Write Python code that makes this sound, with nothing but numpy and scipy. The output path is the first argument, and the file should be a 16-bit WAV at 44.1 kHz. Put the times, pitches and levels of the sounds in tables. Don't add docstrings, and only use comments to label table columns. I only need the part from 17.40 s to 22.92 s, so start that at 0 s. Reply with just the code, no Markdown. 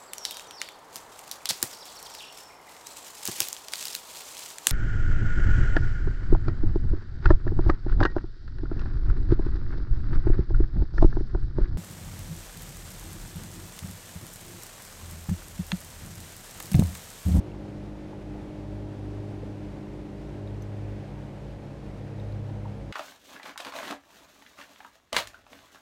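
import sys
import numpy as np
from scipy import signal
from scipy.fft import rfft, irfft
from scipy.io import wavfile
from scipy.ndimage import uniform_filter1d

SR = 44100
rng = np.random.default_rng(int(sys.argv[2]) if len(sys.argv) > 2 else 0)


def master_out(mix):
    frames = np.transpose(np.atleast_2d(mix))
    ceiling = np.clip(frames, -1, 1)
    pcm = np.round(ceiling * 32767).astype(np.int16)
    wavfile.write(sys.argv[1], SR, pcm)


N = 243431
T = np.arange(N) / SR
SHAFT_HZ, SAG_HZ_PER_S = 50.78, 0.1057
DRONE_HZ, IN_STEP_S = 51.7, 3.45
# time_s, calm_share
HULL_CALM = [(0, 0.09), (.7, 0.36), (1.3, 0), (2.4, 0.15), (3.1, 0.21), (3.8, 0.51), (4.7, 0.84)]


def outboard(turns):
    # shaft_multiple, ringing_db, calm_db
    orders = [(4, -46, -47.5), (5.5, -55, -69), (6, -44, -57), (7, -51.5, -60.5), (8, -51, -68),
              (9, -69, -54.5), (10, -68, -58.5), (11, -58, -58), (12, -57.5, -62)]
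    calm = curve(HULL_CALM)
    shaken = turns + 0.0052 * walk(25)
    out = 0
    for order, ringing_db, calm_db in orders:
        db = ringing_db + calm * (calm_db - ringing_db) + 1.34 * walk(5) + 1.26 * walk(21.97)
        out = out + np.sqrt(2) * undb(db) * np.sin(2 * np.pi * (order * shaken + rng.random()))
    return out


def exhaust(turns):
    puffs = (.5 + np.exp(-(turns % 1) / 1.1)) * rng.standard_normal(N)
    burble = resonate(puffs, 470, 320) + 1.05 * resonate(puffs, 772, 230)
    return level(burble, -56) * undb(0.5 * curve(HULL_CALM))


def hull(turns):
    # centre_hz, width_hz, gain_db
    modes = [(258, 30, 10), (280.5, 20, 11), (322.3, 44, 7), (392, 67, 0.5)]
    # start_s, length_s, level_db
    spells = [(1.2, .45, -56), (1.95, 0.73, -61)]
    shake = (1 + .5 * np.cos(2 * np.pi * turns)) * rng.standard_normal(N)
    panels = sum(undb(db) * resonate(shake, hz, width) for hz, width, db in modes)
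    return level(panels, 0) * (undb(-59) + swells(spells, attack_s=0.45, release_s=0.5))


def drone(turns, ebb_db=-48, growth_db_per_s=5.5):
    # start_s, length_s, gain_db, attack_s, release_s
    surges = [(-.35, 0.31, -51, .3, 0.34), (1.08, 0.68, -45.5, 0.3, 0.7), (2.851, 0.57, -41.5, 0.28, .35),
              (4.416, 0.49, -39.5, 0.49, 0.71)]
    # multiple, relative_db
    harmonics = [(4, -21), (5, -27), (6, -29.5)]
    own_turns = DRONE_HZ * (T - IN_STEP_S)
    surge = sum(swell(start, *shape) * undb(growth_db_per_s * (T - start)) for start, *shape in surges)
    gain = (undb(ebb_db) + surge) * undb(0.2 * walk(20))
    second = np.sin(2 * np.pi * 2 * own_turns)
    upper = sum(undb(db) * np.sin(2 * np.pi * (k * own_turns + rng.random())) for k, db in harmonics)
    third_db = -54.5 - 0.29 * (20 * np.log10(gain) - ebb_db)
    third = undb(third_db) * np.sin(2 * np.pi * 3 * own_turns)
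    outboard_second = undb(-57) * np.sin(2 * np.pi * 2 * turns)
    return np.sqrt(2) * (gain * (second + upper) + third + outboard_second)


def throb(first_dip_s=.04, rise_db_per_s=0.2):
    # time_s, pitch_hz
    pitch_path = [(0, 56.3), (.55, 53.85), (1.65, 54.39), (2.05, 55.39), (2.85, 55.19), (3.2, 54.53),
                  (3.8, 55.42), (4.4, 53.88), (4.85, 54.04), (5.3, 56.13)]
    # start_s, length_s, level_db
    surges = [(1.0, 0.51, -53), (2.6, .8, -59), (4.55, 0.39, -55.5)]
    steady = np.sin(2 * np.pi * DRONE_HZ * (T - first_dip_s))
    wandering = np.sin(2 * np.pi * spin(curve(pitch_path), first_dip_s))
    pair = steady - undb(3.5 + 0.59 * walk(3.2)) * wandering
    gain = undb(-46 + rise_db_per_s * T) + swells(surges, attack_s=0.45, release_s=0.44)
    return level(pair, 0) * gain


def boom(trim_db=-6):
    # time_s, pitch_hz, gain_db
    course = [(0.0, 143, -47), (0.37, 138.7, -43), (0.51, 142.6, -50), (0.91, 137.5, -42),
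              (1.08, 146.2, -49), (1.18, 139.4, -43), (1.86, 137.6, -44), (1.95, 147.2, -41),
              (2.06, 139.5, -42), (2.48, 139.5, -43), (3.43, 139, -39), (4.04, 138.1, -39.5),
              (5.0, 136.8, -37), (5.52, 137.2, -37)]
    when, hz, db = np.transpose(course)
    gain = undb(np.interp(T, when, db) + trim_db + 1.93 * walk(14))
    cycles = spin(np.interp(T, when, hz), 0) + 0.02 * walk(16)
    return np.sqrt(2) * gain * np.sin(2 * np.pi * cycles)


def water(bubble_count=2500):
    # frequency_hz, density_db_per_hz
    spectrum = [(10, -85), (28, -73), (60, -70.5), (125, -68.5), (175, -71.5), (228, -74.5), (300, -71.5),
                (400, -76.5), (600, -77.5), (860, -84), (1100, -89.5), (2100, -93.5), (4000, -100.4),
                (8500, -110.4), (14000, -121.8)]
    wash = colour(rng.standard_normal(N), spectrum) * undb(0.035 * walk(2.93) + 0.48 * walk(29.95))
    bubbles = np.zeros(N)
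    for when, smallness, strength in rng.random((bubble_count, 3)):
        hz = 450 * 9 ** smallness
        gain = undb(-7 * smallness + 7.6 * strength ** 3)
        add(bubbles, when * N / SR, gain * ring(hz, 14 / hz, glide=0.11, rise_s=0.0034))
    return wash + level(bubbles, -64)


def plops(rise_s=0.0032):
    # start_s, gain_db, pitch_hz, t60_s, slosh_share, glide_share
    ripples = [(.135, -45, 830, .11, 0.8, -.4), (.725, -41, 786, .12, .85, -.4),
               (.95, -42, 602, 0.1, 0.82, -0.3), (1.206, -39, 680, 0.026, .6, -.4),
               (2.031, -29, 440, 0.042, .15, 0.87), (3.77, -45, 920, 0.13, 0.8, -.4),
               (5.2535, -32.5, 1007, 0.05, 0.25, -.7), (5.277, -41, 790, .05, .3, -.2)]
    out = np.zeros(N)
    for start, db, hz, t60, slosh, glide in ripples:
        pocket = ring(hz, t60, glide, rise_s)
        wet = knock(hz, t60, width_hz=240) * (1 - np.exp(-T[:len(pocket)] / rise_s))
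        add(out, start, undb(db) * (2 * (1 - slosh) * pocket + slosh * wet))
    return out


def spray(bubble_count=9000, rise_db_per_s=0.5):
    # start_s, length_s, gain_db
    waves = [(3.33, 0.22, -66.5), (4.42, 0.38, -72)]
    swish = resonate(rng.standard_normal(N), 1870, 1400)
    fizz = np.zeros(N)
    for when, smallness, strength in rng.random((bubble_count, 3)):
        hz = 1400 * 1.93 ** smallness
        add(fizz, when * N / SR, (1 + 2 * strength) * ring(hz, 25 / hz, glide=0.087, rise_s=.0006))
    flow = undb(-68 + rise_db_per_s * T) + swells(waves, attack_s=0.13, release_s=0.48)
    return (level(swish, -5.5) + level(fizz, -4)) * flow * undb(walk(11))


def tackle():
    # start_s, gain_db, pitch_hz, t60_s, crack_share, snap_relative_db
    ticks = [(.117, -43, 2700, 0.024, .4, -32), (3.0745, -39.5, 3740, .016, .5, -31),
             (3.222, -42.5, 6070, 0.029, .5, -16), (4.7988, -43, 3730, 0.022, .5, -25),
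             (4.923, -43, 4120, .012, .4, -22)]
    out = np.zeros(N)
    for start, db, hz, t60, crack, snap_db in ticks:
        tone = ring(hz, t60, glide=0, rise_s=0.00046)
        contact = 0.42 * knock(hz, t60, width_hz=0.34 * hz)
        snap = undb(snap_db) * knock(10800, t60, width_hz=5700)
        add(out, start, undb(db) * ((1 - crack) * tone + crack * contact + snap))
    return out


def ring(hz, t60, glide, rise_s):
    t = np.arange(int(t60 * SR) + 2) / SR
    tone = np.sin(2 * np.pi * hz * t * (1 + glide * t / t60 / 2))
    return tone * np.exp(-np.log(1000) * t / t60) * (1 - np.exp(-t / rise_s))


def knock(hz, t60, width_hz):
    count = int(t60 * SR) + 2
    burst = resonate(rng.standard_normal(N // 8), hz, width_hz)
    return level(burst, 0)[:count] * np.geomspace(1, .001, count)


def resonate(x, hz, width_hz):
    b, a = signal.iirpeak(hz, hz / width_hz, fs=SR)
    return signal.lfilter(b, a, signal.lfilter(b, a, x))


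def colour(x, points):
    hz, db = np.transpose(points)
    bins_hz = np.maximum(np.arange(N // 2 + 1) * SR / N, 1)
    gain = undb(np.interp(np.log(bins_hz), np.log(hz), db))
    return irfft(rfft(x) * gain, N) * np.sqrt(SR / 2)


def swell(start_s, length_s, db, attack_s, release_s):
    fade = lambda u: np.sin(np.pi / 2 * np.clip(u, 0, 1)) ** 2
    return undb(db) * fade((T - start_s) / attack_s) * (1 - fade((T - start_s - length_s) / release_s))


def swells(rows, attack_s, release_s):
    return sum(swell(*row, attack_s, release_s) for row in rows)


def spin(hz, since_s):
    turns = np.cumsum(hz) / SR
    return turns - np.interp(since_s, T, turns)


def walk(rate_hz):
    hold = max(int(SR / rate_hz), 2)
    steps = np.repeat(rng.standard_normal(N // hold + 1), hold)
    return level(uniform_filter1d(uniform_filter1d(steps, hold), hold)[:N], 0)


def curve(rows):
    return np.interp(T, *np.transpose(rows))


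def add(out, start_s, sound):
    i = max(int(start_s * SR), 0)
    out[i:i + len(sound)] += sound[:max(N - i, 0)]


def level(x, db):
    return x * undb(db) / np.sqrt(np.mean(x ** 2))


def undb(db):
    return 10 ** (np.asarray(db) / 20)


def scene():
    turns = spin(SHAFT_HZ - SAG_HZ_PER_S * T, IN_STEP_S)
    motor = outboard(turns) + exhaust(turns) + hull(turns)
    return (motor + drone(turns) + throb() + boom() + water() + plops() + spray() + tackle())[None]


def record(dry):
    return signal.sosfilt(signal.ellip(10, .2, 80, 15100, fs=SR, output="sos"), dry)


dry = scene()
out = record(dry)
master_out(out)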